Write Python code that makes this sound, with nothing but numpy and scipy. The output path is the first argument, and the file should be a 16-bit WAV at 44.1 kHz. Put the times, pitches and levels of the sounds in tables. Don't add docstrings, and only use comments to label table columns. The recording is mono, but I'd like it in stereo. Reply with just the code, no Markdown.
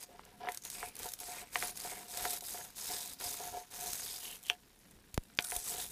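import sys
import numpy as np
from scipy import signal
from scipy.fft import rfft, irfft, next_fast_len
from scipy.io import wavfile
from scipy.ndimage import uniform_filter1d

SR = 44100
rng = np.random.default_rng(int(sys.argv[2]) if len(sys.argv) > 2 else 0)


def master_out(mix):
    frames = np.transpose(np.atleast_2d(mix))
    ceiling = np.clip(frames, -1, 1)
    pcm = np.round(ceiling * 32767).astype(np.int16)
    wavfile.write(sys.argv[1], SR, pcm)


N = 260631
T = np.arange(N) / SR

# f/Hz, level/dB
BRISTLE_SPECTRUM = [(1470, -18), (2500, -3), (2920, -12), (3690, 2), (4950, -1.5), (5520, 1.5), (6400, 2.5),
                    (11900, 2.5), (15300, -1), (15600, 21.5), (16000, -32)]


def brush_strokes():
    scrape_db, hollow_db, bright_db = stroke_pressure()
    rub = handle_rubs()
    load = gain_of(scrape_db - 21) + rub
    wires = bristles(bright_db)
    bore = (gain_of(scrape_db + hollow_db) + gain_of(-10) * rub) * bore_hollow()
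    force = noise() * (0.033 + slips(per_s=90, spread_db=0, t60=0.012)) * load
    ring = casting(force) / np.std(casting(noise()))
    stand = stand_rumble(load)
    return gain_of(scrape_db) * (wires + twisting_brush()) + bore + ring + stand


def stroke_pressure():
    strokes = [(-.05, 0.085, 0.021, -48.5, -11, -7, 0.5), (0.454, 0.039, 0.092, -57.5, -3, -1.5, 5),
               (.615, 0.044, 0.028, -52.5, 2, -5, 4), (.685, 0.034, 0.18, -45, -7.5, -12.5, -1),
               (0.967, 0.1, .09, -43.5, -11.5, -12, 0), (1.172, 0.057, 0.2, -44.5, -3, -12.5, -2),
               (1.512, 0.13, 0.077, -38, -7, -10.5, -1.5), (1.729, 0.15, 0.2, -44, -14, -9.5, 2.5),
               (2.069, 0.24, 0.07, -38.5, -1, -15.5, -2), (2.407, 0.092, 0.18, -44, -7, -14, 3),
               (2.745, 0.18, 0.22, -38.5, -9.5, -15.5, 0), (3.18, 0.068, .38, -39, -12.5, -14, -1),
               (3.699, 0.17, 0.34, -40.5, -6, -14.5, 0), (4.172, 0.067, 0.14, -45, -6, -14.5, -0.5),
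               (4.404, 0.091, 0.042, -57.5, 1, -12, 3.5), (5.382, 0.2, 0.07, -46, -0.5, -16.5, 0),
               (5.624, 0.061, 0.072, -39.5, -5, -12, 3.5), (5.728, 0.075, 0.082, -40, -6.5, -15, 3.5),
               (5.857, 0.063, .08, -47.5, -3, -12.5, 4)]
    bite_db, attack_s, release_s = -7.5, 0.033, 0.04
    rest_db, touch_db = -66, -63
    in_bore = uniform_filter1d(1. * ((T > .9) & (T < 4.54)), size=800)
    power = gain_of(2 * rest_db) + gain_of(2 * touch_db) * in_bore
    hollow, bright = power * -3.5, power * -2
    for start, swell, sag, db, change_db, hollow_db, bright_db in strokes:
        top, end = start + swell, start + swell + sag
        contact = np.clip(np.minimum((T - start) / attack_s, (end - T) / release_s + .5), 0, 1)
        level_db = np.interp(T, [start, top, end], [db + bite_db, db, db + change_db])
        stroke_power = (contact * gain_of(level_db)) ** 2
        power += stroke_power
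        hollow += stroke_power * hollow_db
        bright += stroke_power * bright_db
    return 10 * np.log10(power), hollow / power, bright / power


def bristles(bright_db):
    # f/Hz, width/Hz, level/dB
    wire_modes = [(4954, 300, -2.5), (6580, 300, -3), (8270, 690, 1), (9780, 350, -2), (11290, 690, 0.5)]
    hiss = noise() * (0.8 + slips(per_s=240, spread_db=-0.5, t60=0.011))
    rings = sum(gain_of(db + 3.9 * drift(0.17)) * resonate(plucks(per_s=120), hz, width)
                for hz, width, db in wire_modes)
    wires = unit_rms(coloured(hiss, BRISTLE_SPECTRUM) + gain_of(-5.5) * unit_rms(rings))
    low = filtered(wires, 7000, "low")
    return low * gain_of(-bright_db / 2) + (wires - low) * gain_of(bright_db / 2)


def twisting_brush():
    # from t/s, to t/s, centre f/Hz, level/dB re scrape
    spells = [(.08, 0.152, 528, 7), (0.409, 0.61, 1650, -10), (0.56, 0.71, 6620, 1),
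              (0.654, 0.926, 8300, -7.5), (0.702, 1.053, 2420, -6.5), (1.049, 1.692, 8090, -9.5),
              (1.254, 1.586, 2290, -9), (1.495, 2.248, 5100, -20), (1.754, 2.547, 8200, -11),
              (1.849, 2.082, 2156, -10), (1.95, 2.301, 9100, -19), (2.101, 2.605, 3735, -15),
              (2.494, 2.95, 6540, -12), (2.596, 3.05, 5100, -11), (2.799, 3.35, 3800, -12),
              (2.808, 3.303, 1700, -24.5), (3.206, 3.336, 8300, -11), (3.271, 4.093, 6420, -9.5),
              (3.853, 4.098, 4870, -17), (4.041, 4.195, 3600, -9), (4.171, 4.393, 2965, -6),
              (4.43, 4.567, 3070, 3), (5.397, 5.528, 1438, -7), (5.402, 5.617, 9600, 4.5),
              (5.5, 5.845, 8050, -7), (5.542, 5.713, 6150, -10), (5.68, 5.912, 3606, -9.5)]
    max_slide = .04
    out, bursts = np.zeros(N), plucks(per_s=220)
    for (start, end, centre_hz, db), way in zip(spells, rng.uniform(-1, 1, len(spells))):
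        drive = bursts[round(start * SR):round(end * SR)]
        drive = drive * rng.choice([-1, 1], len(drive))
        hz = centre_hz * (1 + max_slide * way * np.linspace(-1, 1, len(drive)))
        width_hz = min(.12 * centre_hz, 220 + .045 * centre_hz)
        add(out, start, gain_of(db) * resonate(drive, hz, width_hz) * signal.windows.tukey(len(drive), .6))
    return out


def bore_hollow():
    # f/Hz, level/dB
    hollow_spectrum = [(530, 1), (900, 3.5), (1010, 4), (1130, 1), (1720, 3.5), (2200, 1.5), (3780, -1),
                       (4500, -4), (5850, -5), (9900, -120)]
    return coloured(noise() * (1.04 + slips(per_s=150, spread_db=3.5, t60=0.02)), hollow_spectrum)


def handle_knocks():
    # t/s, level/dB, f/Hz, crack length/s, casting ring/dB re level
    knocks = [(0.194, -33.5, 850, 0.0015, -26), (0.45, -36, 982, 0.0015, -6), (.472, -32, 1500, 0.0018, -2),
              (0.487, -21.5, 1750, 0.0014, -13), (0.829, -26.5, 1480, 0.0015, -10),
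              (1.055, -43, 870, 0.0046, 8), (1.211, -45.5, 600, 0.0011, 1), (1.284, -42.5, 800, 0.001, 2),
              (1.557, -15.5, 2080, 0.0011, -22), (1.625, -22.5, 1780, 0.0014, -13),
              (1.847, -47, 895, 0.0027, 10.5), (1.919, -46.5, 890, 0.0018, 5),
              (2.253, -21, 1630, 0.0015, -10.5), (2.331, -41, 900, 0.00099, -2),
              (2.423, -45, 706, 0.0018, -1), (2.544, -38, 810, 0.0012, -1.5),
              (3.343, -39.5, 1000, 0.0021, -24), (3.401, -42, 894, 0.0016, 5),
              (3.537, -53.5, 894, 0.0014, 15), (3.569, -45.5, 900, 0.0024, 9),
              (4.4987, -12, 2890, 0.0019, -26.5), (5.3886, -10, 2510, 0.00062, -30),
              (5.52, -26, 1750, 0.0012, -11.5), (5.562, -39, 894, 0.0025, -4.5)]
    out, blows, t = np.zeros(N), np.zeros(N), T[:1500]
    for start, db, hz, length, ring_db in knocks:
        progress = np.minimum(t / length, 1)
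        tone = np.sin(2 * np.pi * hz * t) + 0.19 * np.sin(4 * np.pi * hz * t)
        crack = tone * np.sin(np.pi * progress) ** 2
        rattle = unit_rms(filtered(noise(len(t)), [hz / 3.9, hz * 1.3], "band"))
        rattle *= gain_of(-6) * decay(t, t60=0.011) * progress ** 2
        add(out, start, gain_of(db) * (crack + rattle))
        blow = np.exp(-2 * np.pi * hz * t)
        add(blows, start, gain_of(db + ring_db) * blow / blow.sum())
    return out + casting(blows)


def handle_rubs():
    # from t/s, to t/s, level/dB
    rubs = [(0.06, 0.4, -62), (0.386, 0.517, -49), (0.752, 0.91, -58), (0.952, 1.098, -53),
            (1.28, 1.456, -53), (1.515, 1.67, -69), (1.82, 2.12, -55), (2.116, 2.303, -48.5),
            (2.536, 2.681, -55.5), (2.835, 2.984, -56.5), (3.188, 3.26, -55), (3.38, 3.633, -53.5),
            (3.68, 3.948, -57), (4.47, 4.554, -65), (5.512, 5.596, -53.5), (5.69, 5.82, -53.5)]
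    return sum(gain_of(db) * np.sin(np.pi * np.clip((T - start) / (end - start), 0, 1))
               for start, end, db in rubs)


def tuft_snaps():
    # t/s, level/dB
    snaps = [(0.0275, -33), (0.2506, -38), (0.519, -27.5), (0.5455, -29.5), (0.5727, -27), (.621, -38),
             (0.6364, -35), (0.6502, -29.5), (0.7003, -24.5), (0.8852, -31), (0.9902, -29.5),
             (1.0307, -27.5), (1.136, -25), (1.1892, -33), (1.2015, -25), (1.7725, -27.5), (1.8003, -28),
             (2.172, -23.5), (2.4074, -31), (2.7035, -40), (2.7684, -40), (3.1334, -28), (3.199, -33),
             (3.475, -29.5), (3.711, -34), (3.931, -22.5), (4.312, -32), (4.436, -35), (4.4982, -31.5),
             (4.79, -47), (4.91, -47.5), (5.1422, -28), (5.235, -44), (5.3497, -44), (5.373, -38),
             (5.423, -29), (5.442, -29.5), (5.4834, -35), (5.5019, -25), (5.5109, -23.5), (5.5358, -43),
             (5.563, -20.5)]
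    # from t/s, to t/s, lowest level/dB
    flurries = [(.95, 1.15, -33.5), (4.414, 4.545, -38.5), (5.392, 5.56, -31)]
    out, t = np.zeros(N), T[:1500]
    hiss = coloured(noise(), BRISTLE_SPECTRUM)
    tufts = snaps + [(start + when * (end - start), db + 4 * force)
                     for start, end, db in flurries for when, force in rng.random((8, 2))]
    for (start, db), (pitch, slow) in zip(tufts, rng.random((len(tufts), 2))):
        wires = resonate(noise(len(t)), 5000 + 7000 * pitch, width_hz=3000)
        burst = unit_rms(np.resize(hiss[round(start * SR):], len(t)) + 0.61 * wires)
        envelope = np.minimum(t / 0.0019, 1) * decay(t, t60=0.0074 + 0.0097 * slow)
        add(out, start, gain_of(db) * envelope * burst)
    return out


def casting(force):
    # f/Hz, level/dB, t60/s
    modes = [(421, -7, .07), (492, -10, .07), (718, -2, .125), (840, -12, .1), (891, -11, .12),
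             (986, -11, .1), (1373, -15, .08), (1700, -15, .1), (2300, -17, .07), (2900, -17, .05),
             (3200, -18, .05), (5100, -22, .05)]
    t = T[:SR // 4]
    ring = sum((-1) ** k * gain_of(db) * decay(t, t60) * np.sin(2 * np.pi * hz * t)
               for k, (hz, db, t60) in enumerate(modes))
    return signal.oaconvolve(force, filtered(ring, 290, "high"))[:N]


def microphone_pop():
    out, t = np.zeros(N), T[:4000]
    swing = np.cos(3.29 * np.log(1 + t / .00045)) * np.exp(-t / .0046)
    push = .49 * t / .0028 * np.exp(1 - t / .0028)
    step = 1.1 * np.exp(-t / .00005)
    add(out, 5.17755, gain_of(-21.2) * (swing + push + step))
    return out


def stand_rumble(load):
    # f/Hz, level/dB
    rumble_spectrum = [(12, -23), (20, 2), (52, 7.5), (107, -2.5), (289, -8.5), (353, -36), (400, 2),
                       (520, -3), (880, -120)]
    return coloured(noise(), rumble_spectrum) * load ** 0.35 * gain_of(-46.5 + 4.3 * drift(0.059))


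def stand_thumps():
    # t/s, level/dB, f/Hz
    thumps = [(2.249, -49, 45.8), (3.258, -45, 75.4), (3.517, -47, 81.7), (5.141, -38, 60),
              (5.389, -51, 85.5), (5.566, -35, 44)]
    out, t = np.zeros(N), T[:4000]
    for start, db, hz in thumps:
        add(out, start, gain_of(db) * decay(t, t60=0.053) * np.sin(2 * np.pi * hz * t))
    return out


def garage_reflections(x):
    taps = np.zeros(SR // 2)
    delays = np.arange(200, len(taps) - 20, 20)
    delays += rng.integers(0, 20, len(delays))
    taps[delays] = rng.choice([-1., 1.], len(delays)) * decay(delays / SR, t60=0.073)
    return signal.oaconvolve(x, taps / np.linalg.norm(taps))[:N]


def room_tone():
    # f/Hz, level/dB
    air_spectrum = [(15, -66), (25, 6.5), (64, -6), (97, -3), (149, -4.5), (190, 1.5), (217, 0), (309, -5),
                    (1370, -28), (14800, -31), (16000, -41)]
    return gain_of(-68 + 2.4 * drift(0.11)) * coloured(noise(), air_spectrum)


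def slips(per_s, spread_db, t60):
    sizes = gain_of(spread_db * np.minimum(rng.exponential(1, N), 4)) * (rng.random(N) < per_s / SR)
    power = signal.lfilter([1], [1, -1e-6 ** (1 / (t60 * SR))], sizes ** 2)
    return unit_rms(np.sqrt(power))


def plucks(per_s):
    return noise() * (.5 + slips(per_s, spread_db=2.5, t60=0.011))


def resonate(x, hz, width_hz):
    carrier = np.exp(2j * np.pi * np.cumsum(hz * np.ones(len(x))) / SR)
    pole = np.exp(-np.pi * width_hz / SR)
    return unit_rms((carrier * signal.lfilter([1 - pole], [1, -pole], x)).real)


def coloured(x, spectrum):
    hz, db = np.transpose(spectrum)
    size = next_fast_len(N)
    curve_db = np.interp(np.log(np.fft.rfftfreq(size, 1 / SR) + 1), np.log(hz), db)
    return unit_rms(irfft(rfft(x, size) * gain_of(curve_db), size)[:N])


def drift(seconds):
    size = round(seconds * SR)
    return unit_rms(uniform_filter1d(uniform_filter1d(noise(), size), size))


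def filtered(x, hz, kind):
    return signal.sosfilt(signal.butter(2, hz, kind, fs=SR, output="sos"), x)


def noise(size=N):
    return rng.standard_normal(size)


def decay(t, t60):
    return gain_of(-60 * t / t60)


def gain_of(db):
    return 10 ** (np.asarray(db) / 20)


def unit_rms(x):
    return x / np.sqrt(np.mean(x ** 2) + 1e-20)


def add(mix, start_s, sound):
    part = mix[round(start_s * SR):][:len(sound)]
    part += sound[:len(part)]


def scene():
    brush = brush_strokes() + handle_knocks() + tuft_snaps()
    background = room_tone() + gain_of(-14) * garage_reflections(brush)
    return np.tile(brush + microphone_pop() + stand_thumps() + background, (2, 1))


def record(dry):
    bass_cut_hz, edge_hz = 22, 15350
    band_limit = signal.firwin(511, edge_hz, window=("kaiser", 7), fs=SR)
    return signal.oaconvolve(filtered(dry, bass_cut_hz, "high"), band_limit[None], "same")


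dry = scene()
out = record(dry)
master_out(out)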